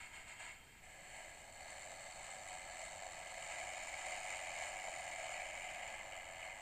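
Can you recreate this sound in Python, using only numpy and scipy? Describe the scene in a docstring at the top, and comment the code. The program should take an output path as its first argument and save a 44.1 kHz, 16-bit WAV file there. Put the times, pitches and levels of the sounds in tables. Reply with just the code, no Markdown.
"""In a living room, a hand gives four short rubbing swishes on a small electric scooter, then its motor starts.
The wheel spins free: the chain's contacts, a burst of tiny impacts each, ring deck, frame, sprockets and rollers.
Every lap of the chain brings back its swells, surges, slaps and knocks; the controller whistles faintly.
The microphone nears the wheel, then moves back over the deck, which hides the chain.
Rumble, hiss and a thin whine run throughout."""
import sys
import numpy as np
from scipy import signal
from scipy.fft import rfft, irfft
from scipy.io import wavfile
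from scipy.ndimage import uniform_filter1d

SR = 44100
rng = np.random.default_rng(int(sys.argv[2]) if len(sys.argv) > 2 else 0)


def persist_wave(psi):
    """Save psi, clipped to +-1, as 16-bit WAV."""
    counts = np.round(np.clip(psi, -1, 1) * 32767).astype(np.int16)
    wavfile.write(sys.argv[1], SR, np.atleast_2d(counts).T)


N = 291677
TIME = np.arange(N) / SR

# A run of stiff links that knocks on every lap:
# (time of one pass, repeated every lap [s], relative click power [dB, taken as amplitude gain], relative thud [dB])
STIFF_LINKS = [(3.0245, 7, -2.5), (3.0349, -9, -3), (3.0665, 16, 0), (3.0776, 6, -5)]
# Tight spots of the chain: at each the whir swells; at most of them the links then race and slap:
# (time of one pass, repeated every lap [s], swell [dB], swell width [s], surge [links/s], slap [0-1])
TIGHT_SPOTS = [(1.7, 1.85, 0.068, 17, 0.48), (2.28, 2, 0.044, 22, 0.68), (2.51, 2.5, 0.038, 0, 0.08),
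               (2.81, 3, 0.043, 21, 0.7)]
# The motor takes up the load and the chain goes slack as the wheel spins free:
# (time [s], effort [dB], slackness [0-1])
SPIN_UP = [(.86, -3.5, 0.1), (1.0, -4.5, 0.3), (1.18, 1.5, 0.28), (1.3, -2, 0.42), (1.5, -5.5, 0.93),
           (1.62, -2.5, 1), (1.85, -0.3, 0.97)]
# The microphone's place, near the wheel or behind the deck: (time [s], closeness [0-1], hidden [0-1])
MICROPHONE = [(2.1, 0, 0), (3.28, 0.24, 0), (3.58, 0.76, 0.08), (4.2, 0.9, .05), (5.0, 0.78, 0.14),
              (5.75, .86, 0.72), (6.1, 0.35, 0.98), (6.6, 0.2, 0.9)]
# Resonances of each part, levels relative within the part:
# (frequency [Hz], width [Hz], level [dB per Hz], gain close up [dB])
DECK_MODES = [(348, 47, -23.5, 1.5), (584.3, 91, -4.5, -3.5), (663, 78, -4, 1), (726.8, 44, 0, 1),
              (789.6, 134, -5.5, 0), (935, 139, -10.5, -1), (1250, 306, -14.5, -1)]
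FRAME_MODES = [(1638.5, 104, -4.5, -2.5), (1761, 137, -5.5, -2.5), (2047, 167, -2.5, 0.5),
               (2104, 87, -1.5, -4), (2254, 125, -4.5, 4.5), (2438, 238, -8, 2.5), (2920, 372, -9.5, 0),
               (3197, 200, -20, -0.5)]
SPROCKET_MODES = [(3580, 85, -8, -2.5), (3838, 165, -6, -1), (4364, 323, -1.5, -3.5),
                  (4930, 330, -14.5, 3.5), (5390, 460, -16, 1.5), (6270, 300, -7, -1)]
ROLLER_MODES = [(6790, 380, -11, 6), (7230, 270, 0, 1), (7700, 300, -4, -4), (8050, 330, -1, -3),
                (8550, 380, -17, 9), (8950, 260, -9, 1), (12500, 2500, -38, 7)]
# Side tones of the controller's carrier, spaced by the link rate: (multiple [1], relative level [dB])
SIDE_TONES = [(-3, -11), (-2, -13), (-1, -12), (1, -7), (2, -2), (3, 0), (5, -5)]
# Strokes of a hand rubbing before the start: (time [s], length [s], level before STROKE_GAIN_DB [dB])
STROKES = [(-0.001, 0.062, -55), (0.14, 0.062, -55), (0.282, 0.036, -54), (0.402, 0.097, -52)]
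# Resonances that the rubbing stirs: (frequency [Hz], width [Hz], relative level [dB per Hz])
BRUSH_MODES = [(715, 194, -6), (940, 134, -4.5), (1330, 210, -8), (1660, 160, -2), (1910, 160, -5),
               (2122, 170, 1), (2320, 300, -3), (2740, 290, -6.5), (3156, 175, -6), (3700, 450, -16.5),
               (4340, 230, -12), (4850, 280, -20), (5830, 1500, -28), (6850, 260, -12), (7300, 210, -5.5),
               (8030, 520, -9.5), (8900, 500, -20)]
# Background rumble and hiss: (frequency [Hz], relative level [dB per Hz])
FLOOR_SPECTRUM = [(10, 1), (25, 1), (40, -1.5), (80, -5), (160, -10), (260, -13.5), (450, -16), (1000, -24),
                  (3000, -29), (10000, -33), (15000, -32)]
# Thin electronic whine: (frequency [Hz], level [dB rms])
WHINE_TONES = [(14375, -92), (14425, -89.5), (14475, -95)]

START_S, SPIN_UP_S = .8, .04  # the motor fades in as the hand fades out
LAP_START_S, LAP_S = 1.8, 1.818
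LINKS_PER_S, SURGE_AFTER_S, SURGE_RISE_S, SURGE_FADE_S = 81, 0.0946, .04, .21
SLAP_AFTER_S, SLAP_WIDTH_S, LEAST_SLAP = 0.21, 0.14, 0.11
DRIVE_DB, CLOSE_GAIN_DB = -57, 7
# each part beside the frame, in dB: level when far, change close up, change when hidden, change with a taut chain
DECK_LEVELS_DB = 0.38, -.9, -1.26, -5.3
SPROCKET_LEVELS_DB = -8.5, -1.2, -6.5, -6
ROLLER_LEVELS_DB = -2.5, -2.5, -5.5, -3
JOLTS_DB = -13  # beside the ringing deck
BOUNCE_DB, BOUNCE_FAR_S, BOUNCE_NEAR_S = -17, 0.000527, 0.000566
CARRIER_HZ, WHISTLE_DB = 5888, -11.5  # level beside the sprocket
WHISTLE_WOBBLE = .22  # share of the chain's surges that reaches the motor
STROKE_RISE_DB_PER_S, STROKE_SAG_DB_PER_S, STROKE_FALL_DB_PER_S = 450, 29, 153
STROKE_GAIN_DB, RESTING_HAND_DB = 1.1, -63.5
ROOM_T60_S, ROOM_DB = .22, -9
FLOOR_DB, WHINE_HISS_DB = -64.5, -89
CUTOFF_HZ = 15100


def scooter():
    """The same chain contacts return with each lap and drive all four parts; the controller sings along."""
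    when = LAP_START_S + TIME[:round(LAP_S * SR)]
    place = np.round((TIME - LAP_START_S) * SR).astype(int) % len(when)  # sample of the lap heard now
    effort_db, slackness = columns_at(SPIN_UP, TIME)
    slackness = np.clip(slackness, 0, 1)
    taut = 1 - slackness
    closeness, hidden = columns_at(MICROPHONE, TIME)
    swell_db, link_rate, _ = tension(when)

    heavy, firm, light = (np.sqrt(taut + slackness * force[place] ** 2) for force in lap_forces(when))
    deck_db, sprocket_db, rollers_db = (
        far_db + close_db * closeness + hidden_db * hidden + taut_db * taut
        for far_db, close_db, hidden_db, taut_db in (DECK_LEVELS_DB, SPROCKET_LEVELS_DB, ROLLER_LEVELS_DB))

    jolts = from_db(JOLTS_DB) * thuds(when, place, body_hz=690, width_hz=200)
    deck_ring = part(DECK_MODES, heavy, closeness, grains_per_s=6000)
    deck = from_db(deck_db) * (deck_ring + slackness * jolts)
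    frame = part(FRAME_MODES, firm, closeness, grains_per_s=8000)
    sprocket = from_db(sprocket_db) * part(SPROCKET_MODES, firm, closeness, grains_per_s=9000)
    rollers = from_db(rollers_db) * part(ROLLER_MODES, light, closeness, grains_per_s=15000)
    chain_treble = bounce(sprocket + rollers, closeness)

    motor_rate = link_rate.mean() + WHISTLE_WOBBLE * (link_rate[place] - link_rate.mean())
    controller = from_db(sprocket_db + WHISTLE_DB) * whistle(motor_rate, waver_db=3)

    drive_db = DRIVE_DB + effort_db + slackness * swell_db[place] + CLOSE_GAIN_DB * closeness
    running = np.clip((TIME - START_S) / SPIN_UP_S, 0, 1)
    return running * from_db(drive_db) * (deck + frame + chain_treble + controller)


def tension(when):
    """Swell in dB, link rate and slap as the tight spots pass over the sprocket."""
    swell_db, rate, slap = 0, LINKS_PER_S, LEAST_SLAP
    for s, db, width_s, surge, slap_depth in TIGHT_SPOTS:
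        swell_db = swell_db + db * bell(since(when, s), width_s)
        age = since(when, s + SURGE_AFTER_S)
        surge_shape = np.where(age < 0, bell(age, SURGE_RISE_S), np.exp(-np.abs(age) / SURGE_FADE_S))
        rate = rate + surge * surge_shape
        slap = slap + slap_depth * bell(since(when, s + SLAP_AFTER_S), SLAP_WIDTH_S)
    return swell_db, rate, slap


def lap_forces(when):
    """Heavy, firm and light contact over one lap: the lighter, the more slap and rattle."""
    chain = chain_lap(when, sharpness=2.6, uneven_db=1.5, rattles_per_s=340, rattle_spread_db=3, rattle_s=.00045)
    click = knocks(when, width_s=.0013)
    heavy = contact(*chain, click, slap_share=1.1, rattle_share=.6, knock_share=.3)
    firm = contact(*chain, click, slap_share=1.15, rattle_share=.7, knock_share=.5)
    light = contact(*chain, click, slap_share=1.45, rattle_share=1, knock_share=.5)
    return heavy, firm, light


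def chain_lap(when, sharpness, uneven_db, rattles_per_s, rattle_spread_db, rattle_s):
    """Contact power over one lap: links seating on the sprocket in turn, loose rollers rattling between them."""
    _, rate, slap = tension(when)
    links = np.cumsum(rate) / SR
    strength = from_db(uneven_db * rng.standard_normal(256))[np.round(links).astype(int)]
    seating = strength * (.5 + .5 * np.cos(2 * np.pi * links)) ** sharpness

    rattle_strength = from_db(rattle_spread_db * rng.standard_normal(len(when)))
    touches = (rng.random(len(when)) < rattles_per_s / SR) * rattle_strength
    fade = np.exp(-1 / (rattle_s * SR))
    rattle = signal.lfilter([1], [1, -2 * fade, fade * fade], touches + 1e-18)  # swift rise, then decay
    return np.clip(slap, 0, 1), seating / seating.mean(), rattle / rattle.mean()


def knocks(when, width_s):
    """Each stiff link adds a short swell of contact power."""
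    return sum(from_db(click_db) * bell(when - s, width_s) for s, click_db, _ in STIFF_LINKS)


def contact(slap, seating, rattle, knock, slap_share, rattle_share, knock_share):
    """Force envelope: slapping links take over from rubbing and rattling wherever the chain runs slack."""
    slapping = np.clip(slap_share * slap, 0, .95)
    loose = np.clip(rattle_share, 0, 1)
    rubbing_and_rattling = 1 - loose + loose * rattle
    power = slapping * seating + (1 - slapping) * rubbing_and_rattling + knock_share * knock
    # the mean power stays with the drive: hard contacts take it from their neighbours
    return np.sqrt(np.maximum(power, 0) / uniform_filter1d(power, size=3000, mode="wrap"))


def part(modes, force, closeness, grains_per_s):
    """Every contact is a cluster of tiny metal impacts that ring the modes of one part."""
    impacts = force * (rng.random(N) < grains_per_s / SR)
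    rings = 0
    for hz, width_hz, db, near_db in modes:
        ring = resonate(impacts * rng.standard_normal(N), hz, width_hz)
        rings = rings + from_db(db + near_db * closeness) * ring
    return rms_one(rings)


def thuds(when, place, body_hz, width_hz):
    """A stiff link jolts the deck with one blow."""
    blows = np.zeros(len(when))
    for s, _, thud_db in STIFF_LINKS:
        early_s = 1 / (2 * width_hz)  # allows for the slow onset of the resonance
        blows[np.searchsorted(when, s - early_s)] = from_db(thud_db)
    return rms_one(resonate(blows[place], body_hz, width_hz))


def bounce(x, closeness):
    """The deck's reflection comes later as the microphone nears, so its notches slide down."""
    lag_s = BOUNCE_FAR_S + (BOUNCE_NEAR_S - BOUNCE_FAR_S) * closeness ** 2
    return x + from_db(BOUNCE_DB) * np.interp(TIME - lag_s, TIME, x)


def whistle(link_rate, waver_db):
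    """The windings sing around the switching carrier; side tones spread and close with the speed."""
    turn = 2 * np.pi * np.cumsum(link_rate) / SR
    out = 0
    for multiple, db in SIDE_TONES:
        waver = np.interp(TIME, np.linspace(0, TIME[-1], num=90), rng.standard_normal(90))
        tone = np.sin(2 * np.pi * CARRIER_HZ * TIME + multiple * turn)
        out = out + from_db(db + waver_db * waver) * tone
    return rms_one(out)


def hand():
    """Smooth strokes of rubbing while a hand works the handlebar, dying away as the motor takes over."""
    power = from_db(RESTING_HAND_DB) ** 2
    for s, length_s, stroke_db in STROKES:
        age = TIME - s
        rise_db = STROKE_RISE_DB_PER_S * np.maximum(-age, 0)
        sag_db = STROKE_SAG_DB_PER_S * np.clip(age, 0, length_s)
        fall_db = STROKE_FALL_DB_PER_S * np.maximum(age - length_s, 0)
        power = power + from_db(stroke_db + STROKE_GAIN_DB - (rise_db + sag_db + fall_db)) ** 2
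    rub = sum(from_db(db) * resonate(rng.standard_normal(N), hz, width_hz) for hz, width_hz, db in BRUSH_MODES)
    dying_away = np.clip(1 - (TIME - START_S) / SPIN_UP_S, 0, 1)
    return np.sqrt(power) * dying_away * rms_one(rub)


def room(x):
    """Carpet and curtains leave a short tail of scattered reflections."""
    age = TIME[:SR // 2]
    tail = rng.standard_normal(len(age)) * from_db(-60 * age / ROOM_T60_S) * (age > .004)
    return x + from_db(ROOM_DB) * signal.fftconvolve(x, tail / np.linalg.norm(tail))[:N]


def background():
    """Low room rumble, microphone hiss and a thin steady whine wrapped in narrow hiss."""
    whine = 0
    for hz, db in WHINE_TONES:
        whine = whine + np.sqrt(2) * from_db(db) * np.sin(2 * np.pi * (hz * TIME + rng.random()))
    whine_hiss = rms_one(resonate(rng.standard_normal(N), WHINE_TONES[1][0], width_hz=300))
    return from_db(FLOOR_DB) * coloured_noise(FLOOR_SPECTRUM) + whine + from_db(WHINE_HISS_DB) * whine_hiss


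def coloured_noise(spectrum):
    """Noise with the given spectrum, rms 1."""
    hz, db = np.transpose(spectrum)
    bins_hz = np.maximum(np.arange(N // 2 + 1) * SR / N, 1)
    gain = from_db(np.interp(np.log(bins_hz), np.log(hz), db))
    return rms_one(irfft(rfft(rng.standard_normal(N)) * gain, N))


def resonate(x, hz, width_hz):
    """A resonance with steep skirts and gain 1 on top."""
    edges = np.clip([hz - width_hz / 2, hz + width_hz / 2], 10, .45 * SR)
    return signal.sosfilt(signal.butter(2, edges, "band", fs=SR, output="sos"), x)


def since(when, s):
    """Time since the nearest return of a point on the chain; negative just before it."""
    return (when - s + LAP_S / 2) % LAP_S - LAP_S / 2


def bell(offset, width):
    """A smooth bump of height 1."""
    return np.exp(-.5 * (offset / width) ** 2)


def columns_at(rows, when):
    """Each column of a curve table, read at the given times."""
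    s, *columns = np.transpose(rows)
    return [np.interp(when, s, column) for column in columns]


def from_db(db):
    """Decibels to gain."""
    return 10 ** (np.asarray(db) / 20)


def rms_one(x):
    """Scale to rms 1."""
    return x / np.sqrt(np.mean(x ** 2) + 1e-20)


def scene():
    """Scooter and hand sound in the room, over the background."""
    return (room(scooter() + hand()) + background())[None]


def record(dry):
    """The top is cut steeply."""
    return signal.sosfilt(signal.ellip(12, .1, 70, CUTOFF_HZ, fs=SR, output="sos"), dry)


dry = scene()
out = record(dry)
persist_wave(out)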